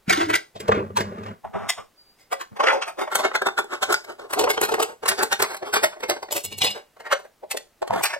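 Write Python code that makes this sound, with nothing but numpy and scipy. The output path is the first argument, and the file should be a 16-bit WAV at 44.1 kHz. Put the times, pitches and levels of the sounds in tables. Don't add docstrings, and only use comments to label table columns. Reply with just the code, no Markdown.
import sys
import numpy as np
from scipy import signal
from scipy.fft import rfft, irfft
from scipy.io import wavfile
from scipy.ndimage import uniform_filter1d

SR = 44100
rng = np.random.default_rng(int(sys.argv[2]) if len(sys.argv) > 2 else 0)


def write(x):
    x = np.atleast_2d(x).T
    wavfile.write(sys.argv[1], SR, np.round(np.clip(x, -1, 1) * 32767).astype(np.int16))


N = 361179

EDGE_HZ = 15950

# time in seconds (the crack falls 1 ms earlier),
# decay time in seconds, level in dB at 850-2800 Hz before the layer's gain, then body, edge and fizz
# (below, above and far above that band) in dB relative to that level, low ring of the panel in Hz,
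# upper ring in Hz, ring of the sliver or edge in Hz.
LID_BOUNCES = [(6.452, 0.0083, -39.5, 5.5, 10.2, 19, 408, 2720, 7600),
               (6.526, 0.01, -43.5, 9, 12, 6, 403, 2310.0, 6840.0),
               (6.588, 0.007, -49.5, 13, 18, 24, 405, 2770, 7300),
               (6.62, 0.0061, -25, 1, 12.5, -1, 760, 2360, 4040.0),
               (6.647, 0.011, -26, 5.5, 7.4, 6.5, 517, 1970, 4080),
               (6.671, 0.014, -28.5, 0.5, 9.1, -4, 800, 2430, 4030),
               (6.712, 0.011, -42, 3.5, 11, 8.5, 660, 2330.0, 4030)]
# frequency in Hz, width in Hz, peak in dB relative to the flat part.
CAN_MODES = [(370, 26, -8), (427.3, 68, -1), (603.3, 25, 1), (763.7, 20, 3.5), (892, 24, 3.5),
             (1103, 27, -1), (1380, 37, -4), (1540, 28, -5), (2152, 28, 1.5), (8650, 180, -10)]
# frequency in Hz, width in Hz, peak in dB relative to the flat part.
TABLE_MODES = [(98, 12, 11.5), (205, 23, 11), (339, 12, -7), (405, 36, 2.5), (519, 17, -21.5),
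               (825, 16, -11), (1210, 33, -21.5), (1170, 29, -5.5)]
# frequency in Hz, relative level in dB.
CAN_COLOUR = [(40, -22), (150, -22), (260, -5), (380, 2.5), (1500, 1.5), (2200, -5.5), (3200, -12.5),
              (4700, -14), (6200, -16), (8200, -13.5), (10300, -20), (12500, -18), (16000, -27)]
# frequency in Hz, relative level in dB.
TOOL_COLOUR = [(40, -22), (100, 1.5), (250, -5.5), (450, 0.5), (1200, 1), (2500, -13), (4500, -19.5),
               (8000, -20.5), (11000, -25.5), (16000, -30.5)]


def amp(db):
    return 10 ** (np.asarray(db) / 20)


def evened(x):
    return x / np.sqrt(np.mean(x ** 2) + 1e-20)


def read(points, hz):
    f, value = np.transpose(points)
    return np.interp(np.log(hz + 1), np.log(f), value)


def add(mix, s, sound):
    start = round(s * SR)
    part = mix[max(start, 0):max(start + len(sound), 0)]
    part += sound[max(-start, 0):][:len(part)]


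def smooth_noise(shape, size):
    return evened(uniform_filter1d(rng.standard_normal(shape), size=size, axis=-1))


def resonances(modes, hz):
    return np.prod([1 + amp(db) / (1 + 2j * (hz - f) / width) for f, width, db in modes], axis=0)


def coloured(x, colour, modes=()):
    hz = np.fft.rfftfreq(N, 1 / SR)
    return evened(irfft(rfft(x) * amp(read(colour, hz)) * resonances(modes, hz), N))


def snaps(size, per_s, spread_db):
    chance = rng.random(size)
    big = rng.exponential(1, size)
    sign = rng.choice([-1., 1.], size)
    return (chance < per_s / SR) * sign * amp(spread_db * np.minimum(big, 3))


def ticking(size):
    ticks_per_s, tick_s = 260, 0.0022
    jumps = (rng.random(size) < ticks_per_s / SR) * rng.uniform(0.59, 1, size)
    surges = signal.lfilter([1], [1, -np.exp(-1 / (tick_s * SR))], jumps)
    return surges / (surges.mean() + 1e-12)


def steadied(parts, force):
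    steady = .68
    wanted, found = abs(uniform_filter1d(np.array([force, parts]) ** 2, size=150, axis=2))
    found = found / found.max(1, keepdims=True)
    return parts * ((wanted + 1e-9) / (found + 1e-9)) ** (steady / 2)


def contacts(rows, colour, modes, per_s, spread_db, crack, rise, ring_db, ring_width_hz, dent_db, tail_db):
    band_edges_hz = [850, 2800, 7000]
    # level in dB relative to the force (before tail_db), decay in seconds, depth of ticks 0-1.
    aftermath = [(-15, 0.014, 0), (-18.5, 0.013, 0.16), (-19, .026, 0.26), (-26.5, .025, 0.3)]
    bend = .018
    swell_power = 1.22
    size = 12288
    crest = size // 4
    out, hz = np.zeros(N), np.fft.rfftfreq(size, 1 / SR)
    t = (np.arange(size) - crest) / SR

    below = [1 / (1 + (hz / edge) ** 6) for edge in band_edges_hz]
    bands = np.diff([0 * hz, *below, 1 + 0 * hz], axis=0) * amp(read(colour, hz))
    after_db, after_s, depth = np.transpose(aftermath)[:, :, None]
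    after = (t > 0) * amp(after_db + tail_db) * np.exp(-abs(t) / after_s)

    for s, length, db, body_db, edge_db, fizz_db, low_hz, high_hz, sliver_hz in rows:
        away = np.where(t < 0, (abs(t) / (length * rise)) ** swell_power, abs(t) / length)
        force = np.exp(-away) + after
        swarm = snaps(size, per_s, spread_db) * force.mean(0)
        swarm[crest] += crack * np.linalg.norm(swarm)

        body = resonances(modes, hz * np.exp(bend * rng.standard_normal()))
        rings = [(low_hz, ring_width_hz, ring_db), (high_hz, 160, 7), (sliver_hz, 200, 3)]
        panel = resonances(rings, hz)
        dents_hz = np.geomspace(1900, 13000, num=12) * np.exp(rng.uniform(-.08, .08, size=12))
        panel *= resonances([(f, ring_width_hz + 0.0058 * f, dent_db) for f in dents_hz], hz)
        panel *= 1 - 0.46 / (1 + (hz / (0.48 * low_hz)) ** 6)

        parts = steadied(irfft(rfft(swarm) * body * panel * bands, size), force)
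        parts = parts * (1 - depth + depth * ticking(size))
        levels = amp(db + np.array([body_db, 0, edge_db, fizz_db])) * np.sqrt(length * SR * (1 + rise) / 2)
        add(out, s + t[0] - .001, levels / (np.linalg.norm(parts, axis=1) + 1e-12) @ parts)
    return out


def background_hush():
    # frequency in Hz, relative level in dB.
    hush_colour = [(20, 4), (60, 2), (130, -0.5), (220, 1.5), (500, 1), (1200, -2.5), (3000, -8.5),
                   (8000, -13), (16000, -15)]
    shared, left, right = (coloured(noise, hush_colour) for noise in rng.standard_normal((3, N)))
    return amp(-64.0) * (shared + .5 * np.array([left, right]))


def room(x, build_s):
    # frequency in Hz, time to fall by 60 dB in seconds.
    room_t60 = [(100, 0.23), (400, 0.23), (1000, 0.21), (3000, 0.2), (8000, 0.28), (16000, 0.17)]
    # frequency in Hz, level in dB.
    room_db = [(100, -11.5), (500, -5.5), (1500, -11.5), (4500, -9), (12000, -16.5)]
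    out, s = np.zeros(N), np.arange(N) / SR
    for turn in np.arange(3) / 3:
        hz, t, z = signal.stft(rng.standard_normal(SR // 2), SR, nperseg=256)
        fall = amp(-60 * t / read(room_t60, hz)[:, None]) * (1 - np.exp(-t / build_s))
        fall *= amp(read(room_db, hz))[:, None] / np.sqrt((fall ** 2).mean(1, keepdims=True) * SR / 2)
        echoes = signal.istft(z * fall, SR, nperseg=256)[1]
        share = np.sqrt(2 / 3) * np.cos(np.pi * (s + turn))
        out += signal.fftconvolve(x * share, echoes)[:N]
    return out


def widen(x, drift):
    # start in seconds, radians by which left
    # leads in the bass, Hz where the bass ends, radians in the mids, Hz where they end, radians in the
    # upper mids, Hz where they end, radians in the treble, Hz where it ends, radians above.
    image = [(0, 0.43, 450, 3.5, 1270, 0.66, 2220, 1.27, 3700, 1.22),
             (0.53, 0.53, 670, -2.5, 1410, 1.25, 1800, 0.6, 2850, -1.75),
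             (1.41, -2.5, 580, 0.5, 3770, 3.5, 4970, 0.6, 6530, 1.45),
             (2.2, 4, 410, 1.5, 620, -1.96, 1360, 1, 3945, -1.75),
             (2.55, 3.5, 480, -1.5, 1140, 1.16, 3700, 3, 4600, 1.82),
             (3.1, -1.5, 970, 0.68, 1570, -1.9, 2320, 2.5, 2800, -1.77),
             (3.35, -1.53, 1010, 0.52, 1800, 3, 2910, -2.1, 6100, -1.68),
             (4.29, -1.43, 710, 0.93, 1310, 2.5, 2430, 2, 3330, 1.7),
             (5.0, -1.27, 1310, -1.5, 1790, 2.2, 2930, -2, 7800, -1.55),
             (5.45, -1.3, 1790, -2.22, 3920, 1, 5460, 3, 7700, -1.47),
             (6.3, -1, 1180, 2, 2630, 0.73, 4450, -1.87, 7370, -1.15),
             (6.93, -2, 440, -0.8, 2430, 1.57, 3890, -1.85, 5510, -1.4),
             (7.75, 1.5, 320, 3.5, 643, 0.8, 1900, -1.85, 8100, 0.6),
             (8.02, 2.8, 540, 0.87, 1230, 1.15, 2930, 3.5, 4340, 1.8)]
    hz, t, z = signal.stft(x, SR, nperseg=1024, noverlap=768)
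    f = hz[:, None]
    passage = np.searchsorted([row[0] for row in image[1:]], t, "right")
    _, bass, bass_hz, mids, mids_hz, upper, upper_hz, treble, treble_hz, top = np.array(image)[passage].T
    in_band = [f < bass_hz, f < mids_hz, f < upper_hz, f < treble_hz]
    lead = np.select(in_band, [bass, mids, upper, treble], top) * (f > 0)
    wander = rng.standard_normal(z.shape)
    for _ in range(2):
        wander = uniform_filter1d(uniform_filter1d(wander, size=12, axis=0), size=110, axis=1)
    lead = uniform_filter1d(lead, size=3, axis=1) + drift * evened(wander) * np.sqrt(f / EDGE_HZ)
    pair = z * np.exp(.5j * np.array([lead, -lead]))
    return signal.istft(pair, SR, nperseg=1024, noverlap=768)[1][:, :N]


def table(cuts, per_s, spread_db, dull_hz):
    # start in seconds, length in seconds,
    # rumble of the table in dB, scrape in dB.
    slides = [(0.069, 0.27, -42.5, -60), (0.597, 0.087, -48.5, -40.5), (0.714, 0.15, -36, -43),
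              (0.886, 0.16, -46, -56), (1.037, 0.19, -40.5, -41), (1.247, 0.07, -39, -38.5),
              (1.458, 0.011, -37.5, -43), (1.529, 0.14, -44, -35.5), (2.51, 0.024, -45, -51.5),
              (6.44, 0.28, -48.5, -74), (7.892, 0.093, -40.5, -34)]
    # start in seconds,
    # envelope peak in dB, frequency in Hz, twice the time from start to envelope peak in seconds.
    thuds = [(0.079, -18, 203, 0.0092), (0.11, -27.5, 336, 0.017), (0.174, -21.5, 302, 0.018),
             (0.196, -25, 334.6, 0.036), (0.268, -25, 311.4, 0.035), (0.334, -25, 326, 0.011),
             (0.683, -27.5, 192, 0.0021)]
    # frequency in Hz, relative level in dB.
    rumble_colour = [(20, -24), (50, -8.5), (90, 0.5), (150, 0), (220, 0.5), (320, -9), (600, -48),
                     (2000, -73)]
    attack_s, release_s = 0.012, 0.021
    cut_rumble_db = -31
    lean_s, lean_db_per_s = 4.3, 9.5

    now = np.arange(N) / SR
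    weight, scrape = np.zeros((2, N))
    for s, length, rumble_db, scrape_db in slides:
        stroke = np.clip((now - s) / attack_s, 0, 1)
        stroke = stroke * np.exp(-np.maximum(now - s - length, 0) / release_s)
        weight += amp(rumble_db) * stroke
        scrape += amp(scrape_db) * stroke

    shake = np.sqrt(abs(uniform_filter1d(cuts ** 2, size=1300)))
    shake *= amp(np.clip(now - lean_s, -1.5, 0) * lean_db_per_s)
    rumble = coloured(rng.standard_normal(N), rumble_colour, TABLE_MODES)
    out = (weight + amp(cut_rumble_db) * shake) * rumble

    dulling = signal.butter(1, [300, dull_hz], "band", fs=SR, output="sos")
    grit = signal.sosfilt(dulling, snaps(N, per_s, spread_db))
    out += scrape * coloured(grit, TOOL_COLOUR, TABLE_MODES)

    t = np.arange(SR // 4) / SR
    for s, db, hz, decay in thuds:
        swell = 2 * t / decay * np.exp(1 - 2 * t / decay)
        add(out, s, amp(db) * swell * np.sin(2 * np.pi * hz * t))
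    return out


def blades(waver, flutter_db):
    # start in seconds, length in seconds,
    # level in dB before flutter, mean frequency in Hz.
    blade_song = [(1.957, 0.079, -54, 4660), (2.04, 0.097, -56.5, 4655), (2.155, 0.14, -62, 5080)]
    out = np.zeros(N)
    for s, length, db, hz in blade_song:
        size = round(length * SR)
        grip, bend = smooth_noise((2, SR), 500)[:, :size]
        phase = 2 * np.pi * np.cumsum(hz * (1 + waver * bend)) / SR
        add(out, s, np.sqrt(np.hanning(size)) * amp(db + flutter_db * grip) * np.sin(phase))
    return out


def tool_knocks():
    knocks = [(0.563, 0.01, -42, 14.5, 4, -23, 650, 1070.0, 3620),
              (0.606, 0.0069, -33.5, 8, 2, -2, 453, 2110, 7600),
              (0.686, 0.0064, -22, 0, -6, -16.5, 520, 1010, 3340),
              (0.694, 0.0045, -17.5, 15, -28, -33, 510, 1030, 3170.0),
              (0.723, 0.0078, -8, -7, -21.5, -60, 637, 1160.0, 3150),
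              (0.748, 0.0072, -21, 2, -17, -45, 430, 1180, 2680),
              (0.765, 0.012, -23, 0, -20, -45, 480, 1330, 3500),
              (0.79, 0.015, -28.5, 6, -27, -45, 400, 1400, 2600),
              (0.777, 0.0062, -23, 9.5, -24, -47, 328, 1140, 3470),
              (0.803, 0.013, -37, 19, -16, -38, 544, 980, 3330.0),
              (0.829, 0.0095, -43.5, 21.5, -24, -34, 393, 1040.0, 3000.0),
              (0.85, 0.0037, -48, 16, -22, -26, 474, 980.0, 3000.0),
              (0.907, 0.0045, -38, 11.5, -26, -28, 423.0, 1170, 3000.0),
              (0.972, 0.0093, -10, -16, -10.5, -15.5, 940, 934, 3960),
              (0.989, 0.0078, -21, 1.5, -13, -19, 415, 1560, 2600),
              (1.009, 0.0096, -19.5, 3, -7, -16.5, 407, 1680, 4450),
              (1.122, 0.018, -45, 15.5, -26, -29, 400, 1200, 3400),
              (1.186, 0.012, -35.5, 4.5, -19, -26, 415, 1210, 3600),
              (1.238, 0.0072, -33.5, -4, -11, -24, 430, 1260, 3500),
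              (1.266, 0.012, -30.5, -9.5, -15, -27, 515, 1230, 3200),
              (1.289, 0.0069, -35.5, -3, -19, -24, 420, 1200, 3100),
              (1.316, 0.0051, -49, 4, -21, -26, 480, 1200, 3080),
              (1.451, 0.0092, -34, 10.5, -28.0, -26, 760, 930, 3700),
              (1.557, 0.017, -31, 13, -24, -57, 476, 1280, 3000.0),
              (1.698, 0.0092, -20, -12.5, 6.5, 0.5, 710.0, 1860, 7150),
              (1.788, 0.02, -31, 0.5, -14, -23, 520, 1160, 3100)]
    return amp(-4.5) * contacts(knocks, TOOL_COLOUR, TABLE_MODES, per_s=6000, spread_db=-0.5, crack=0.1,
                                rise=0.59, ring_db=9.5, ring_width_hz=90, dent_db=3.5, tail_db=-0.5)


def lid_rattle():
    return amp(-4.5) * contacts(LID_BOUNCES, TOOL_COLOUR, CAN_MODES, per_s=12000, spread_db=2.5, crack=0.22,
                                rise=0.98, ring_db=11.0, ring_width_hz=27, dent_db=10.0, tail_db=-0.5)


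def lid_ring(ring_db):
    # frequency in Hz, relative level in dB, time to fall by 60 dB in seconds.
    lid_modes = [(860, -19.5, 0.47), (1890, -18, 0.43), (2265, -4.5, 0.27), (2870, 2.5, 0.25),
                 (2916, -1.5, 0.18), (3300, -6, 0.151), (3480, -5.5, 0.19), (3950, 0, 0.07),
                 (3980, 3.5, 0.14), (4270, 2, 0.12), (4990, -1.5, 0.18), (5500, -24, 0.15),
                 (6150, -21.5, 0.24), (7000, -30.5, 0.18), (7500, -17.5, .25), (7800, -26, .22)]
    rim_bend = .004
    shimmer_db = 4
    out, t = np.zeros(N), np.arange(SR // 2) / SR
    hz, db, t60 = np.transpose(lid_modes)[:, :, None]
    for s, _, level_db, _, edge_db, *_ in LID_BOUNCES:
        strength_db = db + rng.uniform(-4, 4, hz.shape)
        strength_db = strength_db + shimmer_db * smooth_noise((len(hz), len(t)), 900)
        bent_hz = hz * (1 + rim_bend * rng.standard_normal(hz.shape))
        waves = np.sin(2 * np.pi * (bent_hz * t + rng.random(hz.shape)))
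        modes = amp(strength_db - 60 * t / t60) * waves
        onset = 1 - np.exp(-t / 0.0015)
        add(out, s - .003, amp(level_db + edge_db + ring_db) * modes.sum(0) * onset)
    return out


def hollow(ring_db):
    # start in seconds, level in dB before ring_db and the onset, frequency in Hz,
    # time to fall by 60 dB in seconds.
    pops = [(2.33, -37.5, 543, 0.18), (2.67, -28, 528, 0.28), (7.125, -18.5, 553, 0.056),
            (8.164, -24, 576, 0.026)]
    out, t = np.zeros(N), np.arange(SR // 2) / SR
    for s, db, hz, t60 in pops:
        envelope = amp(db + ring_db - 60 * t / t60) * (1 - np.exp(-t / .004))
        add(out, s, envelope * np.sin(2 * np.pi * hz * t))
    return out


def buckling():
    buckles = [(0.099, 0.0028, -14, -2, 3.5, -8, 666, 2290.0, 4900),
               (0.107, 0.013, -8.5, -4.5, -8, -18, 710, 2330, 4760),
               (0.133, 0.0094, -10, -24, -4.5, -14, 670, 1060, 3500),
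               (0.18, 0.053, -22, -1.5, -4, -19, 320, 1060, 3500),
               (0.217, 0.018, -14, -2, -11, -27, 720, 1120, 3170),
               (0.304, 0.012, -14.5, -0.5, -11, -18, 615, 1110, 3120),
               (0.342, 0.0066, -6.5, -19, -11.0, -20, 544, 2240, 3200),
               (0.358, 0.007, -12, -6, -2, -7.5, 540, 2100.0, 3560),
               (2.215, 0.026, -57, 1, 5, 1, 610, 2100, 4850),
               (2.33, 0.0089, -15.5, -0.5, -11.5, -12, 712, 1136, 3040),
               (2.415, 0.014, -23.5, -12, -9.5, -14, 336, 1080.0, 4050),
               (2.571, 0.0092, -31.5, 1, -9, -16, 836, 920, 3330.0),
               (2.607, 0.0084, -12.5, 3.5, -12.5, -32, 818, 1100, 3300),
               (2.641, 0.0098, -14, 4, -7.5, -31, 685, 1360, 3230),
               (2.673, 0.0021, -6, -18, -8.5, -38, 500, 2030, 2820),
               (2.677, 0.022, -12, -7, -12, -34, 354, 1340, 3250),
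               (2.687, 0.0054, -6, -10, -17, -35, 530, 2010.0, 3250.0),
               (2.702, 0.018, -8.5, -20, -22, -35, 680, 1465, 3300),
               (2.732, 0.02, -20, 5.5, -8.5, -24, 795, 980, 7900),
               (2.757, 0.03, -30, 15, -8, -25, 545, 980, 5170),
               (2.827, 0.0089, -17, -13, -2.5, -45, 820, 1290, 2740),
               (2.885, 0.016, -24.5, -1, -10, -12.5, 697, 1280.0, 8600),
               (2.993, 0.011, -25, 7, -7.5, -14, 335, 1110, 3550),
               (3.021, 0.015, -20.5, 3.5, -10, -14.5, 333, 1290, 3640),
               (3.08, 0.0056, -23, 2, -20.5, -30, 646, 1030, 3530),
               (6.767, 0.022, -32.5, 4, -4.5, -14.5, 615, 1670, 3800),
               (6.972, 0.0052, -43, 3, -12, -18, 640, 1097, 3980.0),
               (7.008, 0.0093, -35.5, 2.5, -7, -14, 670, 1720, 2900),
               (7.068, 0.015, -25, -8, -16, -25, 600.0, 1780, 4780),
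               (7.119, 0.0095, -14, -9, -12.5, -23, 593, 1180, 3000.0),
               (7.129, 0.0066, -6, -9, -9, -20, 584, 1454, 2960),
               (7.2, 0.008, -37, 2, -13, -12, 600, 983, 7390.0),
               (7.255, 0.01, -42.5, 7.5, -11.5, -12.5, 590, 1685, 3740),
               (7.439, 0.0082, -48.0, 24, -7, -23, 585, 934, 4140),
               (7.517, 0.0072, -25, -6, 6.5, 6, 810, 2580, 4020),
               (7.551, 0.0093, -51, 32.5, -11, -11, 451, 1650.0, 7520.0),
               (7.575, 0.0053, -30.5, 6.5, 10.5, 7.5, 602, 1800, 9250),
               (7.822, 0.002, -30, 19, -2, -14, 460, 996, 7830),
               (7.829, 0.0028, -25, 17, -5.5, -26, 605, 990, 7700),
               (7.879, 0.0049, -30.5, 10, -2, -9.5, 480.0, 1070, 8000),
               (7.909, 0.0011, -15, 12, -16, -27, 710, 980, 7270.0),
               (7.939, 0.011, -22.5, 11, -10, -19, 483, 1000, 2980),
               (7.963, 0.0081, -25.5, 10, -7, -15, 473, 1380, 3400),
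               (7.98, 0.0055, -23.5, 7, -12, -18, 600, 1690, 3300),
               (7.997, 0.013, -27, 4, -9, -13, 470, 1680, 3400),
               (8.013, 0.0032, -24.5, 10, -15.0, -19, 730, 970, 8200.0),
               (8.108, 0.017, -25.5, -10, -5, -20, 616, 2480, 5480.0),
               (8.14, 0.0092, -17, -9, -11, -24, 580, 1690, 5230)]
    return amp(-6.5) * contacts(buckles, CAN_COLOUR, CAN_MODES, per_s=8000, spread_db=1.5, crack=0.25,
                                rise=0.8, ring_db=8.5, ring_width_hz=60, dent_db=4.5, tail_db=-4)


def shearing():
    snips = [(3.127, 0.011, -20, -9, -13.5, -16.5, 510, 1360, 3700),
             (3.157, 0.0057, -13, -5, -3.5, -1.5, 805, 1530, 8050),
             (3.2, 0.015, -24, 4.5, -3, -10, 610, 1010, 3470.0),
             (3.252, 0.012, -14, -0.5, -9.5, -26, 720, 1450, 3600),
             (3.318, 0.0038, -23, -7, -29, -35.5, 513, 1450, 3010.0),
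             (3.355, 0.0087, -12, -8.5, -9, -20, 478, 1500, 3520),
             (3.422, 0.0033, -12.5, -3, -15.5, -21, 513, 1590, 3500),
             (3.469, 0.0083, -13.5, -3.5, -8.5, -19, 352, 1410, 3600),
             (3.489, 0.0029, -14.5, -6, -20.0, -26, 370.0, 1370, 4250.0),
             (3.581, 0.0044, -15, -10, -9, -21, 415, 1430, 3420.0),
             (3.591, 0.0099, -13.5, -5, -12.5, -16.5, 351, 1420, 3550),
             (3.645, 0.0036, -48, 19, 3, 5, 408, 1340.0, 7250.0),
             (3.734, 0.02, -23, -3, -10.5, -21, 354, 1300, 3300),
             (3.832, 0.0084, -16, -1.5, -1, -10, 777, 1503, 3370.0),
             (3.908, 0.017, -19.5, 3.5, -10, -18, 415, 1390, 3500),
             (3.928, 0.0069, -15, -3, -4, -5, 400, 1360, 3440),
             (3.944, 0.0023, -7, -32, -6, -15, 869, 1416, 4820.0),
             (4.048, 0.0047, -37.5, -2, -1, -6, 610, 2100, 4930.0),
             (4.1, 0.019, -34.5, 5.5, -7, -16, 378, 1380, 3140),
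             (4.198, 0.0076, -37, 6.5, -5.5, -17, 556, 1370, 3540.0),
             (4.222, 0.013, -43, 8, -6, -15, 402, 1370, 3400),
             (4.25, 0.013, -43, 10, -8, -19, 410, 1110, 4500),
             (4.31, 0.01, -30.5, -3, -9, -7, 880, 1410, 7850.0),
             (4.337, 0.0056, -16.5, -6, -7.5, -5.5, 373, 1050, 8800),
             (4.38, 0.014, -31, 15, -4, -16, 358, 1390, 3820.0),
             (4.397, 0.0065, -23.5, 10, 8, 3, 386, 1340, 7500),
             (4.415, 0.012, -25.5, 10, -1, -6, 433, 980, 3830),
             (4.443, 0.0069, -22, 11, 1, -11, 498, 1480, 2980),
             (4.478, 0.0087, -17, 2, -25, -40, 590, 1110, 3000.0),
             (4.505, 0.0079, -15, -0.5, -3, -5.5, 420, 1580, 3420),
             (4.542, 0.013, -34, 7, 2, -8, 420, 1500, 4300),
             (4.581, 0.0067, -18, -0.5, -7.5, -42, 445, 1540, 3170.0),
             (4.617, 0.0033, -18.5, 6, -6, 3.5, 382, 1970, 6700),
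             (4.636, 0.014, -16, 0, -5, -7, 408, 1480, 3940),
             (4.694, 0.0068, -21, 1, -9, -13, 423, 1340, 4200),
             (4.724, 0.0082, -30, 16, 3.5, -7, 441, 1530, 3270.0),
             (4.743, 0.0032, -12.5, 1, -11, -15, 413, 1490, 3000.0),
             (4.753, 0.0034, -23.5, 7, -10, -14, 410, 1500, 4300),
             (4.786, 0.0044, -27, 11, -17.5, -21.5, 437, 1530, 7960.0),
             (4.803, 0.0059, -19, 8, -3, -8, 646, 1220, 3120),
             (4.819, 0.0027, -22.5, 8, -4, -16, 432, 1550, 4400),
             (4.83, 0.005, -15.5, -3.5, -3, -2.5, 428, 1360, 7960),
             (4.9, 0.023, -37, 2.5, -13, -13, 490, 1520.0, 3020),
             (5.038, 0.0073, -30.5, 8.5, -6.5, -14, 405, 1510.0, 2990),
             (5.062, 0.0053, -16.5, -7, -8, -12, 466, 1200, 7870.0),
             (5.089, 0.0068, -14, -10, 1, 3, 704, 1690, 8280),
             (5.117, 0.015, -21, -4, -5, -20, 400, 1590, 5080.0),
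             (5.193, 0.012, -29, 9, 6.5, -7, 424, 1690, 4820.0),
             (5.214, 0.023, -19, -7, -18, -27, 423, 1490.0, 8370.0),
             (5.234, 0.0078, -19, 4, -2.5, 2.5, 457, 1490, 8260),
             (5.327, 0.0098, -14, -8, -3, -9, 807, 1530, 3150),
             (5.405, 0.0067, -17, -0.5, -7, -11, 454, 1530, 8450.0),
             (5.426, 0.0045, -15, 1, 1, 2, 365, 1530, 8300),
             (5.443, 0.015, -20, -9, -13, -18, 410, 1150, 8500),
             (5.515, 0.025, -29.5, -3, -6.5, -12, 766, 1590, 4100),
             (5.547, 0.0059, -26.5, -4.5, -11, -7, 630, 1540, 8370.0),
             (5.57, 0.0041, -35.5, -6, 2, 0, 495, 1100.0, 7880.0),
             (5.632, 0.0092, -34.5, 12.5, -5.5, -22, 607, 1810.0, 3180.0),
             (5.676, 0.023, -32, 2.5, -6.5, -15, 422, 1110, 3300),
             (5.742, 0.0076, -13, -6, -5.5, -7.5, 820, 1530, 8200),
             (5.768, 0.013, -14, -5, -5, -13.5, 435, 1160, 3430),
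             (5.842, 0.0087, -12.5, 1, -3, -5.5, 630, 1940, 9000),
             (5.933, 0.012, -35.5, -8, -12, -31, 557, 1100, 3420.0),
             (5.972, 0.012, -45, 10, -16, -33, 620, 1970.0, 3000.0),
             (6.008, 0.007, -39, 4, -2, -6, 600.0, 1870.0, 8930.0),
             (6.038, 0.0067, -21.5, 1.5, -6, -16, 503, 2520, 3480),
             (6.099, 0.0071, -23, 9, 5, 3, 602, 1960, 3900),
             (6.113, 0.011, -21.5, 3, -6.5, -17.5, 760, 2120, 3950.0),
             (6.169, 0.0086, -35.5, 6.5, -3.5, -29, 800, 1580, 3330.0),
             (6.232, 0.0052, -30, 6.5, -2, -13, 764, 930, 4960),
             (6.29, 0.0045, -37.5, 4.0, -7, -33, 610, 1840, 3480.0),
             (6.312, 0.0036, -33, 7, 6, -5, 597, 1900, 4100),
             (6.327, 0.0062, -30, 7.5, 7.5, 12.5, 583, 2920, 7200),
             (6.367, 0.015, -28, 4.5, 3.5, 6.5, 568, 2640, 9400),
             (8.039, 0.0073, -23, 1.5, 6.5, 7.5, 797, 2345, 8300),
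             (8.051, 0.0074, -19, -7, -19, -10, 600, 1720, 5500),
             (8.061, 0.008, -20, -15, 2.5, -4, 835, 1680, 5100)]
    return amp(-3.5) * contacts(snips, CAN_COLOUR, CAN_MODES, per_s=11000, spread_db=2, crack=.05,
                                rise=0.88, ring_db=8, ring_width_hz=22, dent_db=6.5, tail_db=4.5)


def scene():
    cuts = shearing()
    wood = table(cuts, per_s=2500, spread_db=0.0, dull_hz=2100)
    tools = tool_knocks() + blades(waver=.002, flutter_db=3)
    lid = lid_rattle() + lid_ring(ring_db=-13.0)
    can = buckling() + cuts + hollow(ring_db=12.0)
    direct = wood + tools + lid + can
    wet = direct + room(direct, build_s=0.00054)
    opposed = amp(-9.5) * room(direct, build_s=0.002) * np.array([[1], [-1]])
    return widen(wet, drift=0.71) + opposed + background_hush()


def record(dry):
    ceiling = .75
    rounded = dry / (1 + (dry / ceiling) ** 4) ** .25
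    low_pass = signal.firwin(511, EDGE_HZ, window=("kaiser", 9), fs=SR)
    return signal.oaconvolve(rounded, low_pass[None], "same")


dry = scene()
out = record(dry)
write(out)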